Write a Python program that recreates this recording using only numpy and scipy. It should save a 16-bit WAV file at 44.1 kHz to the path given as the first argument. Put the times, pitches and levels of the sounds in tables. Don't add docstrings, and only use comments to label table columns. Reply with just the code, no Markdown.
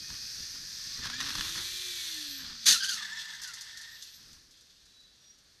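import sys
import numpy as np
from scipy import signal
from scipy.fft import rfft, irfft, next_fast_len
from scipy.io import wavfile
from scipy.ndimage import uniform_filter1d

SR = 44100
rng = np.random.default_rng(int(sys.argv[2]) if len(sys.argv) > 2 else 0)


def dump(signal):
    limited = np.clip(np.atleast_2d(signal).T, -1, 1)
    pcm = np.round(limited * 32767).astype(np.int16)
    wavfile.write(sys.argv[1], SR, pcm)


N = 246940
T = np.arange(N) / SR



def amp(db):
    return 10 ** (np.asarray(db) / 20)


def noise():
    return rng.standard_normal(N)


def unit(x):
    return x / np.sqrt(np.mean(x ** 2) + 1e-20)


def level(rows):
    s, db = np.transpose(rows)
    outside = np.maximum(np.maximum(s[0] - T, T - s[-1]), 0)
    return amp(np.interp(T, s, db)) * np.exp(-outside / 0.011)


def swell(s, length):
    return np.exp(-(2 * (T - s) / length) ** 2)


def decay(s, t60):
    return amp(-60 * np.clip(T - s, 0, 1) / t60) * (T >= s)


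def burst(start, length, rise_s, t60):
    rise = np.clip((T - start) / rise_s, 0, 1)
    return rise * amp(-60 * np.clip((T - start - length) / t60, 0, 3))


def fade(start, db_per_s):
    return amp(-db_per_s * np.maximum(T - start, 0))


def drift(hz):
    size = next_fast_len(N, True)
    f = np.fft.rfftfreq(size, 1 / SR)
    smooth = rfft(rng.standard_normal(size)) * np.exp(-(f / hz) ** 2)
    return unit(irfft(smooth, size)[:N])


def cracks(per_s, spread_db):
    size = amp(spread_db * np.minimum(rng.exponential(1, N), 4))
    return unit(size * rng.choice([-1, 1], N) * (rng.random(N) < per_s / SR))


def colour(x, spectrum, size=4096):
    hz, db = np.transpose(spectrum)
    f, edges = np.log(np.fft.rfftfreq(size, 1 / SR) + 1), np.log(hz)
    outside = np.maximum(np.maximum(edges[0] - f, f - edges[-1]), 0)
    gain_db = np.interp(f, edges, db) - 40 * outside
    log_gain = np.log(amp(np.maximum(gain_db, -100)))
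    both_sides = np.r_[log_gain, log_gain[-2:0:-1]]
    taps = np.fft.ifft(np.exp(np.conj(signal.hilbert(both_sides)))).real
    return signal.oaconvolve(x, taps / np.linalg.norm(taps))[:N]


# t/s, firing rate f/Hz
ENGINE_SPEED = [(0, 139.4), (.28, 141.6), (.75, 181.3), (.98, 205.1), (1.3, 287), (1.6, 345), (1.72, 362),
                (1.84, 368), (2.05, 338.4), (2.2, 304.4), (2.66, 216.6), (2.8, 239), (3.1, 193), (3.7, 120),
                (4.3, 76), (5.6, 62)]
# t/s, level/dB
EXHAUST_LEVEL = [(0, -92), (.9, -74), (1.15, -57), (1.5, -59.5), (1.7, -67.5), (1.9, -58), (2.05, -70.5),
                 (2.18, -56), (2.35, -56.5), (2.5, -64.5), (3.1, -69.5), (3.3, -76.5), (5.6, -87)]
# t/s, level/dB before a cut of 1.5 dB
CLATTER_LEVEL = [(0, -44), (.4, -41), (.6, -44), (.95, -39), (1.08, -43), (1.22, -38), (1.7, -38),
                 (2.05, -38), (2.3, -39), (2.55, -44.5), (2.8, -38), (3, -54), (4.33, -55), (4.45, -62.5),
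                 (5.6, -80)]
# gear whine, except the first row, a brief swell of the second harmonic
# near 600 Hz where a fixed resonance rings; multiple of the firing rate, loudest at t/s, length/s, level/dB
GEAR_WHINES = [(1.99, 2.28, 0.2, -73.5), (2.94, 1.95, 0.68, -71), (5.6, 1.06, 0.56, -66),
               (6.5, 1.866, 0.51, -54.5), (9.38, 1.16, 0.65, -55.5), (10.2, 0.66, 0.12, -63),
               (11.2, 0.29, 0.19, -65), (13.1, 0.045, 0.97, -62.5), (17.9, .05, 1, -62.5),
               (23.3, 0.042, 0.31, -60.5)]
# f/Hz, level/dB per Hz (shape only)
LOW_REVS_TONE = [(350, -38.5), (600, -29), (904, -30.5), (1780, -9.5), (2000, -16), (2520, -14.5),
                 (2900, -17), (4780, 0), (6170, -3), (7190, -16), (9290, -17.5), (10300, -21.5),
                 (12000, -16), (12800, -15), (16600, -114), (22000, -120)]
# f/Hz, level/dB per Hz (shape only)
HIGH_REVS_TONE = [(350, -48), (600, -31.5), (765, -36), (1800, -8.5), (2130, -15.5), (2330, -13),
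                  (3050, -9), (3420, -1.5), (4260, -2), (5160, -6.5), (6010, -4.5), (7100, -12.5),
                  (10600, -18.5), (12200, -13), (12900, -21)]


def engine(jitter=0.0014, lines=0.7, puff=0.073, count=190):
    hz = uniform_filter1d(np.interp(T, *np.transpose(ENGINE_SPEED)), size=2000, mode="nearest")
    angle = 2 * np.pi * np.cumsum(hz * (1 + jitter * drift(38.6))) / SR
    exhaust = level(EXHAUST_LEVEL) * np.sin(angle) * np.sqrt(2) * amp(1.6 * drift(25))

    strengths = rng.standard_normal(count) + 1j * rng.standard_normal(count)
    cycle = irfft(np.r_[0, strengths], 8192)
    place = np.arange(len(cycle)) / len(cycle)
    comb = unit(np.interp(angle / (8 * np.pi), place, cycle, period=1))
    comb *= np.sqrt(np.minimum(hz * count / (2 * SR), 1))

    hiss = unit(noise() * (1 + puff * np.cos(angle / 2)) * amp(0.72 * drift(210)))
    drive = unit(lines * comb + hiss)
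    revs = np.clip((hz - 175) / 150, 0, 1)
    clatter = (1 - revs) * colour(drive, LOW_REVS_TONE) + revs * colour(drive, HIGH_REVS_TONE)

    whine = np.zeros(N)
    for multiple, s, length, db in GEAR_WHINES:
        whine += swell(s, length) * amp(db + 2.5 * drift(25)) * np.sin(multiple * angle)
    return exhaust + amp(-1.5) * level(CLATTER_LEVEL) * clatter + whine


# start t/s, length/s, force level/dB before the parts are mixed, t60/s
BLOWS = [(2.637, 0.0096, -43, 0.025), (2.655, 0.07, -21, 0.18), (2.679, 0.0067, -23, 0.043),
         (2.829, 0.024, -34.5, 0.18), (2.884, 0.031, -37, 0.21), (2.926, .01, -37.5, 0.17)]
# f/Hz, level/dB per Hz (shape only)
METAL_TONE = [(410, -25), (700, -32), (753, -43), (926, -19.5), (1080, -21), (1430, -7.5), (1760, -4.5),
              (2140, -12), (2600, -8.5), (4180, 2), (5140, -2), (6250, 3), (7500, -8.5), (8890, -11),
              (12800, -13), (16600, -82.5), (22000, -120)]
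# f/Hz, level/dB per Hz (shape only)
THUD_TONE = [(24, -41), (40, 2.5), (92, -23), (190, -0.5), (377, -17), (507, -12), (714, -30), (750, -22),
             (980, -50), (1650, -120)]
# f/Hz, level/dB relative to each other, t60/s
CRASH_TONES = [(3680, 0, 0.081), (4030, 2.5, .15), (4260, -4.5, 0.2), (4060, -5, 0.067), (4700, -13, 0.2),
               (4630, 2, 0.1), (4800, -19, .15), (5290, 4.5, 0.086), (5960, -14.5, 0.13), (5800, -20, 0.15),
               (6220, -4, 0.11)]
BLOW_RISE_S = 0.0091


def collision():
    force = sum(amp(db) * burst(start, length, BLOW_RISE_S, t60) for start, length, db, t60 in BLOWS)
    breaks = force * cracks(11000, 1.18) * unit(amp(drift(220)))
    t = T[:SR // 2]
    tone_filter = np.zeros(len(t))
    for hz, db, t60 in CRASH_TONES:
        tone_filter += amp(db - 60 * t / t60) * np.sin(2 * np.pi * (hz * t + rng.random()))
    toned_noise = signal.oaconvolve(breaks, tone_filter / np.linalg.norm(tone_filter))[:N]
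    thud = colour(force * noise(), THUD_TONE)
    return colour(breaks, METAL_TONE) + amp(-5) * toned_noise + amp(-29.5) * thud


# start t/s, length/s, pitch at the middle f/Hz, glide in Hz per s, level/dB
TYRE_SQUEALS = [(1.008, 0.068, 1731, -3000, -45), (1.104, 0.11, 1732, 2700, -42),
                (2.728, 0.029, 1448, 1800.5, -36.5), (2.796, 0.037, 1589, 1801, -33.5),
                (2.86, .06, 1567, -2300, -37), (2.93, 0.095, 1296, -1500, -50.5),
                (2.982, 0.097, 1750, 100, -46), (3.105, .09, 1801, 501, -45), (3.218, .13, 1730, -700, -49),
                (3.43, 0.068, 1540, -2400, -48.5), (3.663, 0.29, 1835, 99.5, -52)]
# f/Hz, level/dB per Hz (shape only)
RUBBER_TONE = [(650, -27.5), (800, -18), (920, -4), (1100, -11), (1400, -4), (1800, 6.5), (2050, 2),
               (2350, -11.5), (2800, -18)]
SQUEAL_RISE_S, SQUEAL_T60 = 0.019, 0.16
SQUEAL_ARCH = .025
SLIDE_S, SLIDE_LENGTH_S, SLIDE_RISE_S = 2.94, 1, 0.046
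SKID_DB, SKID_FALL_DB_PER_S, SKID_T60 = -46, 13.5, 1.3


def tyres(waver=.015, chatter=.028, overtone_db=-4, bite_db=-42):
    slide = amp(SKID_DB) * burst(SLIDE_S, SLIDE_LENGTH_S, SLIDE_RISE_S, SKID_T60)
    slide = slide * fade(SLIDE_S, SKID_FALL_DB_PER_S)
    out = slide * colour(noise(), RUBBER_TONE) * unit(amp(1.7 * drift(59)))
    for start, length, hz, glide, db in TYRE_SQUEALS:
        place = np.clip(2 * (T - start) / length - 1, -1.5, 1.5)
        note = hz * (1 - SQUEAL_ARCH * place ** 2) + glide * place * length / 2
        pitch = note * (1 + waver * drift(48.2) + chatter * drift(442))
        angle = 2 * np.pi * np.cumsum(pitch) / SR
        grip = amp(db) * burst(start, length, SQUEAL_RISE_S, SQUEAL_T60)
        overtones = np.sin(2 * angle) * drift(167)
        overtones += np.sin(3 * angle) * drift(240)
        overtones += .5 * np.sin(4 * angle) * drift(233)
        tone = np.sin(angle) + amp(overtone_db) * np.sqrt(grip / amp(bite_db)) * overtones
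        contact = unit(np.maximum(1 + .5 * drift(70), .2))
        out = out + grip * contact * tone
    return out


# t/s, peak level/dB before a cut of 6.5 dB
FRAGMENT_LANDINGS = [(2.936, -40), (3.3493, -45), (3.4166, -32.5), (3.434, -36), (3.4744, -35),
                     (3.536, -34), (3.6095, -34.5), (3.773, -38.5), (3.813, -40), (4.0231, -35.5),
                     (4.1414, -48), (4.33, -48), (4.5106, -51.5), (4.571, -58), (4.609, -53.5),
                     (4.8549, -54), (5.003, -57.5), (5.3832, -56)]
# f/Hz, level/dB per Hz (shape only)
SHARD_TONE = [(1180, -18), (2000, -16), (2230, -17), (3090, -20), (3610, 2.5), (4770, 4.5), (6310, 5.5),
              (9380, -7.5), (11900, -7.5), (12800, -9), (16600, -49), (22000, -120)]
# f/Hz, level/dB per Hz (shape only)
GRIT_TONE = [(1180, -31), (2000, -19), (2470, -14), (2650, -4), (3070, -4.5), (3420, 3), (6310, -4),
             (7370, -15), (7910, -8.5), (9980, -25), (12000, -14.5), (12800, -30), (16600, -34),
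             (22000, -120)]
FRAGMENT_T60 = 0.13
GRIT_DB, GRIT_FALL_DB_PER_S, GRIT_LENGTH_S, GRIT_T60 = -43, 11, 1.19, 0.84
SETTLE_S, SETTLE_LENGTH_S, SETTLE_DB, SETTLE_FALL_DB_PER_S = 4.5, 0.94, -63.5, 9


def debris():
    grit = colour(cracks(7000, 1.3) * unit(amp(2.1 * drift(34))), GRIT_TONE)
    scrape = amp(GRIT_DB) * burst(SLIDE_S, GRIT_LENGTH_S, SLIDE_RISE_S, GRIT_T60)
    scrape = scrape * fade(SLIDE_S, GRIT_FALL_DB_PER_S)
    settle = amp(SETTLE_DB) * burst(SETTLE_S, SETTLE_LENGTH_S, SLIDE_RISE_S, GRIT_T60)
    settle = settle * fade(SETTLE_S, SETTLE_FALL_DB_PER_S)
    landings = sum(amp(db) * decay(s, FRAGMENT_T60) for s, db in FRAGMENT_LANDINGS)
    rattles = colour(landings * cracks(6000, 2.1), SHARD_TONE)
    return np.hypot(scrape, settle) * grit + amp(-6.5) * rattles


# loudest at t/s, length/s, pitch f/Hz, pitch waver as a share, level/dB
BRAKE_SQUEAKS = [(2.346, 0.16, 12360, 0.013, -48.5), (3.966, 0.16, 12230, 0.0057, -62),
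                 (4.133, 0.14, 12400, .008, -60), (5.006, 0.26, 3930, 0.0055, -59.5),
                 (5.288, 0.13, 5710, 0.0039, -56.5)]


def brakes():
    out = np.zeros(N)
    for s, length, hz, waver, db in BRAKE_SQUEAKS:
        angle = 2 * np.pi * np.cumsum(hz * (1 + waver * drift(400))) / SR
        flutter = amp(2.5 * drift(35))
        out += amp(db) * flutter * swell(s, length) * np.sin(angle)
    return out


# start t/s, length/s, rumble level/dB, flutter level/dB before a cut of 0.5 dB
WIND_GUSTS = [(.08, 0.062, -55, -52), (.37, 0.066, -62, -63), (0.527, 0.027, -59, -53),
              (0.964, 0.051, -51.5, -49), (1.018, 0.049, -50, -39), (1.177, 0.12, -52.5, -39.5),
              (1.336, 0.13, -51.5, -43.5), (1.536, 0.067, -52.5, -42), (2.374, .14, -59, -50.5),
              (4.17, 0.2, -64.5, -66)]
# t/s, peak level/dB
HOUSING_KNOCKS = [(.102, -37), (0.143, -42), (1.057, -33), (1.1, -31.5), (1.204, -28), (1.211, -35),
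                  (1.287, -34), (1.305, -35), (1.352, -28), (1.383, -31), (1.394, -34), (1.409, -28.5),
                  (1.46, -34), (1.493, -35), (2.552, -46)]
# f/Hz, level/dB per Hz (shape only)
RUMBLE_TONE = [(12, -65.5), (20, 4), (64, 3), (118, 1), (228, -4.5), (292, -7), (465, -15), (530, -14.5),
               (650, -36.5), (840, -21), (1430, -120)]
# f/Hz, level/dB per Hz (shape only)
BUFFET_TONE = [(150, -2.5), (350, -13), (650, -20), (950, -6.5), (1350, -1), (1750, 0.5), (2200, -8),
               (3500, -2), (6000, -2.5), (7500, -17.5), (12500, -21)]
AIR_DB, AIR_FADE_S, AIR_FALL_DB_PER_S = -60.5, 1.23, 5
GUST_RISE_S, GUST_T60 = 0.024, 0.47


def wind():
    push = amp(AIR_DB) * fade(AIR_FADE_S, AIR_FALL_DB_PER_S)
    shake = np.zeros(N)
    for start, length, rumble_db, flutter_db in WIND_GUSTS:
        gust = burst(start, length, GUST_RISE_S, GUST_T60)
        push = np.hypot(push, amp(rumble_db) * gust)
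        shake = np.hypot(shake, amp(flutter_db) * gust)
    rumble = colour(noise(), RUMBLE_TONE) * unit(amp(2 * drift(30)))
    flutter = shake * cracks(7000, 4.1) * unit(amp(1.9 * drift(190)))
    knocks = sum(amp(db) * decay(s, .03) for s, db in HOUSING_KNOCKS) * noise()
    return push * rumble + colour(amp(-0.5) * flutter + knocks, BUFFET_TONE)


def facades(x, t60=0.34):
    t = T[:SR]
    echoes = rng.standard_normal(SR) * (rng.random(SR) < 2000 / SR)
    taps = echoes * amp(-60 * t / t60) * (t > .02)
    return signal.oaconvolve(x, taps / np.linalg.norm(taps))[:N]


# f/Hz, level/dB per Hz (shape only)
STREET_TONE = [(15, -26.5), (25, 2), (117, -4.5), (441, -10.5), (893, -17.5), (1720, -9), (2230, -14.5),
               (2890, -14.5), (3470, -8.5), (4390, -5), (6670, -11), (7400, -18), (9120, -19),
               (10100, -25.5), (12800, -21), (16600, -35.5), (22000, -120)]


def street():
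    return amp(-65.5) * colour(noise(), STREET_TONE) * amp(drift(5.9))


def scene():
    background = street()
    crash = collision() + tyres() + debris()
    echoes = amp(-15.0) * facades(crash)
    return (engine() + wind() + crash + echoes + brakes() + background)[None]


# f/Hz, width/Hz, level/dB of what each adds
HOUSING_CAVITIES = [(1777, 58, -10), (2500, 350, -16.5), (3460, 220, -10.5), (4300, 147, -5),
                    (4830, 140, -10), (5840, 67, -13), (6320, 173, -11.5), (9050, 400, -9)]
EDGE_HZ = 12900


def record(dry):
    heard = dry
    for hz, width, db in HOUSING_CAVITIES:
        heard = heard + amp(db) * signal.lfilter(*signal.iirpeak(hz, hz / width, SR), dry)
    low_pass = signal.firwin(511, EDGE_HZ, window=("kaiser", 8), fs=SR)
    return signal.oaconvolve(heard, low_pass[None], "same")


dry = scene()
out = record(dry)
dump(out)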